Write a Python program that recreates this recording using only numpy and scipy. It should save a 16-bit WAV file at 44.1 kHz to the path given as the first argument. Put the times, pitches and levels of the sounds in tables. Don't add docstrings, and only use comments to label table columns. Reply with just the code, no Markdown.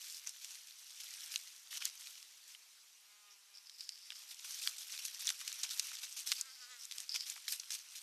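import sys
import numpy as np
from scipy import signal
from scipy.fft import rfft, irfft, next_fast_len
from scipy.io import wavfile
from scipy.ndimage import uniform_filter1d, map_coordinates

SR = 44100
rng = np.random.default_rng(int(sys.argv[2]) if len(sys.argv) > 2 else 0)


def materialize(psi):
    bounded = np.clip(np.atleast_2d(psi).T, -1, 1)
    quanta = np.round(bounded * 32767).astype(np.int16)
    wavfile.write(sys.argv[1], SR, quanta)


N = 353858
TOP_HZ = 14080

# frequency_hz, relative_db
HISS_COLOUR = [(25, -34), (100, -28.5), (250, -26.5), (400, -21), (600, -19), (1000, -10.5), (1600, -8.5),
               (2600, -4.5), (4500, -2), (5900, -1), (7500, -5), (10000, -8), (14000, -11)]
TWIG_COLOUR = [(150, -62), (400, -27), (800, -14), (1400, -8.5), (1900, -6.5), (2500, 0), (3500, 3),
               (5000, -1), (5900, 6), (7500, -4.5), (10000, -12), (14000, -27)]
FEATHER_COLOUR = [(120, -65), (500, -40), (2000, -15.5), (4200, 0), (6000, 0.5), (7200, -3.5), (8500, -2),
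                  (10000, -5.5), (12000, -4), (14000, -8.5)]
# time_s, pitch_hz
FAR_WINGBEAT = [(2.6, 206), (2.95, 207.7), (3.1, 205.5), (3.22, 208), (3.38, 200.5), (3.55, 202.2),
                (4.0, 202.7), (4.4, 200), (4.7, 202.6)]
NEAR_WINGBEAT = [(6.42, 262), (6.465, 270), (6.5, 256.3), (6.535, 267.7), (6.58, 249), (6.605, 256),
                 (6.65, 240), (6.715, 253), (6.82, 227)]
# frequency_hz, relative_db
FAR_COLOUR = [(200, -30), (410, -11.5), (610, -11), (820, -0.5), (1250, 0.5), (1800, -2.5), (2450, 4.5),
              (4000, -8.5), (7000, -16)]
NEAR_COLOUR = [(250, -40), (490, -21.5), (740, -21), (1000, -16), (1250, -3), (1480, 0.5), (1720, -5.5),
               (1970, -0.5), (2300, -9), (2900, -8), (4000, -4), (7200, -7.5)]
# closest_s, level_db, half_length_s
FAR_SWOOPS = [(3.152, -70.5, 0.074), (3.294, -68.5, .055), (3.551, -75, .1), (4.216, -74, 0.15)]
NEAR_SWOOPS = [(6.48, -59.5, 0.046), (6.63, -55, 0.022), (6.725, -55, 0.038)]
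# start_s, length_s, relative_db, pitch_hz
SQUEALS = [(0.261, 0.0345, -51.5, 5804), (3.3, 0.025, -60, 5600), (3.538, .04, -55, 5200),
           (3.655, 0.1, -60.5, 5100), (3.777, 0.21, -56.5, 5000), (4.01, .17, -59, 5050),
           (6.358, 0.046, -51, 4900), (6.471, 0.185, -58, 5000), (6.784, .065, -54, 5500),
           (7.093, 0.067, -41.5, 5000), (7.19, 0.031, -43.5, 5050)]
# time_s, relative_db
EFFORT = [(0, -60), (.5, -58.5), (.7, -62), (1.3, -52.5), (1.62, -64.5), (2.1, -56), (2.3, -66), (2.7, -77),
          (3.4, -77.5), (4.05, -64.5), (4.37, -59.5), (4.5, -56), (5.85, -51.5), (6.33, -59), (6.52, -66.5),
          (7.2, -60.5), (7.62, -57.5), (7.88, -61.5)]
# start_s, length_s, twig_relative_db, feather_relative_db
SHOVES = [(0, 0.18, -56.5, -52.5), (0.262, 0.016, -47.5, -61), (0.41, 0.16, -58, -58.5),
          (0.996, 0.083, -58, -58.5), (1.315, 0.031, -53.5, -49.5), (1.705, 0.065, -47.5, -52.5),
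          (1.801, 0.079, -47, -52.5), (2.474, 0.072, -58, -60), (3.781, .06, -61.5, -58.5),
          (4.151, .08, -56, -61), (4.277, 0.042, -59.5, -57), (4.441, 0.16, -51.5, -51),
          (4.613, 0.075, -48.5, -44.5), (4.78, 0.05, -56, -49), (4.918, 0.035, -45, -52.5),
          (5.045, 0.0076, -52.5, -40.5), (5.191, 0.03, -48, -46.5), (5.251, 0.051, -44, -47.5),
          (5.445, 0.041, -52, -59), (5.629, 0.014, -38, -55), (5.7, 0.038, -48.5, -46),
          (5.929, 0.021, -48.5, -50), (6.029, 0.01, -43, -47), (6.164, 0.041, -48, -47),
          (6.259, 0.071, -48, -44.5), (6.351, 0.053, -50, -50.5), (6.789, 0.04, -62, -57),
          (6.912, .12, -54.5, -57), (7.14, 0.019, -40.5, -50), (7.255, 0.071, -50.5, -51.5),
          (7.48, 0.028, -48.5, -44), (7.518, 0.014, -42, -39), (7.703, 0.049, -44.5, -43),
          (7.95, .035, -53.5, -50)]
# start_s, relative_db, pitch_hz
KNOCKS = [(0.271, -52.5, 1430), (1.728, -46.5, 1410), (1.819, -46, 1710), (4.103, -53, 1420),
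          (4.446, -53, 1250), (5.304, -42.5, 1426), (5.414, -49.5, 1510), (5.64, -51, 1600),
          (5.916, -46, 1500), (6.271, -49, 1720), (6.322, -51, 1265), (7.146, -52.5, 1193),
          (7.363, -49, 1100), (7.377, -51.5, 1300), (7.525, -51, 1810)]
# start_s, level_db, pitch_hz, relative_bandwidth, splinter_fade_s
SNAPS = [(0.2725, -30.5, 6170, .22, 0.0062), (0.2933, -36.5, 6650, 0.18, 0.0052),
         (0.4462, -36, 5660, 0.7, .0025), (0.554, -43, 3770, 1, .007), (1.3595, -24.5, 4350, 0.27, 0.0069),
         (1.822, -32.5, 3300, 0.69, 0.025), (1.8538, -24, 6770, .65, 0.011),
         (2.2275, -44.5, 5090, .7, 0.0061), (2.5487, -43.5, 3080, 0.29, 0.019),
         (3.6964, -43, 4710, 0.54, 0.0086), (3.808, -35.5, 4700, 0.13, .004),
         (3.8918, -31.5, 5040, 0.19, 0.0041), (4.1042, -36, 3350, 0.42, 0.0055),
         (4.1209, -41.5, 3260, 0.4, 0.0061), (4.6745, -22.5, 3860, 0.53, 0.0024),
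         (5.052, -31, 6100, .56, 0.018), (5.2711, -25, 6560, 0.35, .006), (5.277, -27, 3500, 0.098, 0.0072),
         (5.2906, -25.5, 4160, 1, 0.0079), (5.303, -26.5, 5380, 0.83, 0.0038),
         (5.4123, -39, 4570, 1, 0.0097), (5.4776, -29.5, 4550, .98, 0.021),
         (5.5278, -34.5, 8030, 0.3, .0025), (5.6335, -25.5, 5570, 0.26, 0.029),
         (5.7958, -21.5, 5160, 0.51, 0.018), (6.318, -22, 4280, 0.39, 0.0059),
         (6.3223, -25.5, 3560, 0.73, 0.018), (6.4116, -26, 6820, 0.23, 0.01), (6.853, -38, 7230, .4, 0.004),
         (6.9123, -36, 4400, 1, 0.011), (6.9219, -35.5, 4030, .96, 0.012), (6.983, -33, 5100, 0.55, 0.0082),
         (7.003, -35, 5900, .83, 0.007), (7.093, -30.5, 4900, 0.1, .005), (7.161, -28, 5000, .41, 0.0057),
         (7.2087, -33.5, 4880, 0.19, 0.0058), (7.2995, -31, 7600, 0.18, 0.0025),
         (7.4809, -29.5, 3560, 0.56, 0.0041), (7.598, -32, 5200, .4, 0.025), (7.706, -34, 4760, 0.69, .01)]


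def amp(db):
    return 10 ** (np.asarray(db) / 20)


def unit(x):
    return x / np.sqrt(np.mean(x ** 2) + 1e-20)


def along(points, hz):
    frequencies, levels = np.transpose(points)
    return np.interp(np.log(hz + 1), np.log(frequencies + 1), levels)


def curve(rows):
    return np.interp(np.arange(N) / SR, *np.transpose(rows))


def wobble(rate):
    points = rng.standard_normal(int(N * rate / SR) + 4)
    return map_coordinates(points, [np.arange(N) * rate / SR])


def add(out, start_s, x):
    i = max(round(start_s * SR), 0)
    out[i:i + len(x)] += x[:max(len(out) - i, 0)]


def envelope(start_s, length_s, attack_s, release_s, rise_db=0):
    t = np.arange(int((length_s + 10 * release_s) * SR)) / SR
    hold = amp(rise_db * (np.minimum(t / length_s, 1) - .5))
    release = np.exp(-np.maximum(t - length_s, 0) / release_s)
    out = np.zeros(N)
    add(out, start_s, np.minimum(t / attack_s, 1) * hold * release)
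    return out


def filtered(x, response):
    size = next_fast_len(N + 8192)
    return irfft(rfft(x, size) * response(np.fft.rfftfreq(size, 1 / SR)), size)[:N]


def coloured(x, colour):
    return unit(filtered(x, lambda hz: amp(along(colour, hz))))


def patchy(x, depth_db):
    spectra = signal.stft(x, nperseg=512)[2]
    patches = uniform_filter1d(rng.standard_normal(spectra.shape), size=5, axis=0)
    patches = uniform_filter1d(patches, size=5, axis=1)
    return signal.istft(spectra * amp(depth_db * unit(patches)), nperseg=512)[1][:N]


def resonance(x, hz, octaves, low_hz=1000):
    edges = [min(hz / 2 ** octaves, SR / 4), min(hz * 2 ** octaves, TOP_HZ)]
    ring = signal.lfilter(*signal.butter(1, edges, "band", fs=SR), x)
    return signal.lfilter(*signal.butter(3, low_hz, "high", fs=SR), ring)


def hiss(level_db=-62.5):
    level = amp(level_db + 0.81 * wobble(1.2))
    return level * coloured(patchy(rng.standard_normal(N), depth_db=2.1), HISS_COLOUR)


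def far_fly_hum(level_db=-102.5, swell_db=4, waver_hz=5):
    level = envelope(start_s=1.64, length_s=3.3, attack_s=.15, release_s=.15)
    level *= amp(level_db + swell_db * wobble(8.7))
    pitch = 2 * curve(FAR_WINGBEAT) + waver_hz * wobble(14)
    return level * np.sin(2 * np.pi * np.cumsum(pitch) / SR)


def fly(wingbeat, swoops, colour, waver, turning_db=3.0, harmonics=32):
    t = np.arange(N) / SR
    pitch = curve(wingbeat)
    phase = 2 * np.pi * np.cumsum(pitch * (1 + waver * wobble(45))) / SR
    swells = [amp(db) / (1 + ((t - closest_s) / half_s) ** 2) for closest_s, db, half_s in swoops]
    heard = (t > wingbeat[0][0]) & (t < wingbeat[-1][0])
    turn_times = np.arange(0, N / SR, .06)
    buzz = np.zeros(N)
    for k in range(1, harmonics + 1):
        turning = np.interp(t[heard], turn_times, rng.standard_normal(len(turn_times)))
        db = along(colour, k * pitch[heard]) + turning_db * turning
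        buzz[heard] += amp(db) * np.sin(k * phase[heard] + 2 * np.pi * rng.random())
    return np.linalg.norm(swells, axis=0) * buzz / np.std(buzz[heard])


def chick_squeals(gain_db=-1.5, pulses_per_s=560, half_width_hz=450, grit_db=-10):
    level = sum(amp(db) * envelope(start, length, attack_s=.006, release_s=.018)
                for start, length, db, _ in SQUEALS)
    pitch = curve([(at, hz) for start, length, _, hz in SQUEALS for at in (start, start + length)])
    pulses = rng.random(N) < pulses_per_s / SR
    sizes = np.exp(0.67 * np.clip(rng.standard_normal(N), -2, 2))
    force = pulses * sizes * rng.choice([-1, 1], N) + 0.1 * rng.standard_normal(N)
    flutter = signal.lfilter(*signal.butter(3, half_width_hz, fs=SR), force)
    ring = flutter * np.sin(2 * np.pi * np.cumsum(pitch) / SR)
    grit = resonance(force, hz=4700, octaves=0.71)
    return amp(gain_db) * level * (unit(ring) + amp(grit_db) * unit(grit))


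def shoves():
    twigs, feathers = np.zeros((2, N))
    for start, length, twig_db, feather_db in SHOVES:
        power = envelope(start, length, attack_s=.0032, release_s=.016, rise_db=0.5) ** 2
        twigs += amp(twig_db) ** 2 * power
        feathers += amp(feather_db) ** 2 * power
    return twigs, feathers


def jolts(per_s, settle_s):
    kicks = (rng.random(N) < per_s / SR) * rng.uniform(0.64, 1, N)
    load = signal.lfilter([1], [1, -np.exp(-1 / (settle_s * SR))], kicks)
    return unit(load - load.mean())


def ticks(centre_hz, scatter, spread_db, per_s=2200, fade_cycles=1.6):
    when, pitch_draw, size_draw = np.hsplit(rng.random((int(per_s * N / SR), 3)), 3)
    hz = np.clip(centre_hz * np.exp(scatter * (2 * pitch_draw - 1)), 300, TOP_HZ)
    size = amp(spread_db * np.minimum(-np.log(1 - size_draw), 5)) * np.sqrt(hz)
    samples = np.arange(160)
    cycles = hz * samples / SR
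    rings = size * np.sin(2 * np.pi * cycles) * np.exp(-cycles / fade_cycles)
    positions = (when * N).astype(int) + samples
    return unit(np.bincount(positions.ravel(), rings.ravel(), N)[:N])


def rustle(twig_push, feather_push, twig_db=-2, feather_db=0.46, push_db=-2):
    effort_power = amp(curve(EFFORT)) ** 2
    clumps = jolts(per_s=150, settle_s=0.01)
    twig_level = np.sqrt(effort_power + amp(push_db) ** 2 * twig_push) * amp(twig_db + 1.5 * clumps)
    feather_level = np.sqrt(effort_power + feather_push) * amp(feather_db + 1.7 * clumps)
    crackle = ticks(centre_hz=4290, scatter=1.2, spread_db=2) + rng.standard_normal(N)
    barbs = ticks(centre_hz=8560, scatter=0.56, spread_db=4) + rng.standard_normal(N)
    twigs = coloured(patchy(crackle, depth_db=2.5), TWIG_COLOUR)
    feathers = coloured(patchy(barbs, depth_db=2.1), FEATHER_COLOUR)
    return twig_level * twigs + feather_level * feathers


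def crunches(twig_push, gain_db=-6, spikiness=.55):
    noise, sizes = rng.standard_normal((2, N))
    fibres = noise * np.exp(spikiness * sizes[np.arange(N) // 12])
    crunch = unit(resonance(fibres, hz=5200, octaves=.36, low_hz=940))
    return amp(gain_db) * np.sqrt(twig_push) * crunch


def knocks(gain_db=-1.5, fade_s=0.015, octaves=0.67):
    out = np.zeros(N)
    t = np.arange(SR // 20) / SR
    for start, db, hz in KNOCKS:
        bump = rng.standard_normal(len(t)) * amp(-60 * t / fade_s)
        tock = resonance(bump, hz, octaves, low_hz=0.83 * hz)
        add(out, start, amp(db + gain_db) * tock / np.std(tock[:SR // 250]))
    return out


def flicks(over_db=13.5, spread_db=2, centre_hz=4700, scatter=.18, width=.6, fade_s=0.0077, count=70):
    times = (np.arange(count) + rng.random(count)) * N / SR / count
    size_draw, pitch_draw = np.clip(rng.standard_normal((2, count)), -2, 2)
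    levels = np.interp(times, *np.transpose(EFFORT)) + over_db + spread_db * size_draw
    pitches = centre_hz * np.exp(scatter * pitch_draw)
    return [(start, db, hz, width, fade_s) for start, db, hz in zip(times, levels, pitches)]


def snaps(shiver_db=-23, shiver_fade_s=.03, ring_fade_s=.014, soften_hz=12500):
    out = np.zeros(N)
    t = np.arange(SR // 20) / SR
    click = t == 0
    tearing = signal.butter(1, soften_hz, fs=SR)
    for start, db, hz, width, fade_s in SNAPS + flicks():
        splinters, shiver = rng.standard_normal((2, len(t)))
        splinters *= amp(-60 * t / fade_s)
        shiver *= amp(shiver_db - 60 * t / shiver_fade_s)
        force = signal.lfilter(*tearing, click + 0.86 * (splinters + shiver))
        ring_hz = hz * np.array([[.62], [.92], [1.33]]) * np.exp(0.073 * rng.standard_normal((3, 1)))
        ring = 0.1 * np.sin(2 * np.pi * ring_hz * t).sum(0) * amp(-60 * t / ring_fade_s)
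        crack = resonance(force + ring, hz, octaves=0.72 * width, low_hz=.33 * hz)
        strength = np.sqrt(np.sum(crack ** 2) * 1000 / SR)
        add(out, start, amp(db) * crack / strength)
    return out


def scene():
    twig_push, feather_push = shoves()
    far_fly = fly(FAR_WINGBEAT, FAR_SWOOPS, FAR_COLOUR, waver=.003) + far_fly_hum()
    near_fly = fly(NEAR_WINGBEAT, NEAR_SWOOPS, NEAR_COLOUR, waver=.00598)
    mono = snaps() + knocks() + chick_squeals() + far_fly + near_fly + hiss()
    mono += rustle(twig_push, feather_push) + crunches(twig_push)
    return np.array([mono, mono])


def record(dry):
    return np.array([filtered(x, lambda hz: 1 / np.sqrt(1 + (hz / TOP_HZ) ** 200)) for x in dry])


dry = scene()
out = record(dry)
materialize(out)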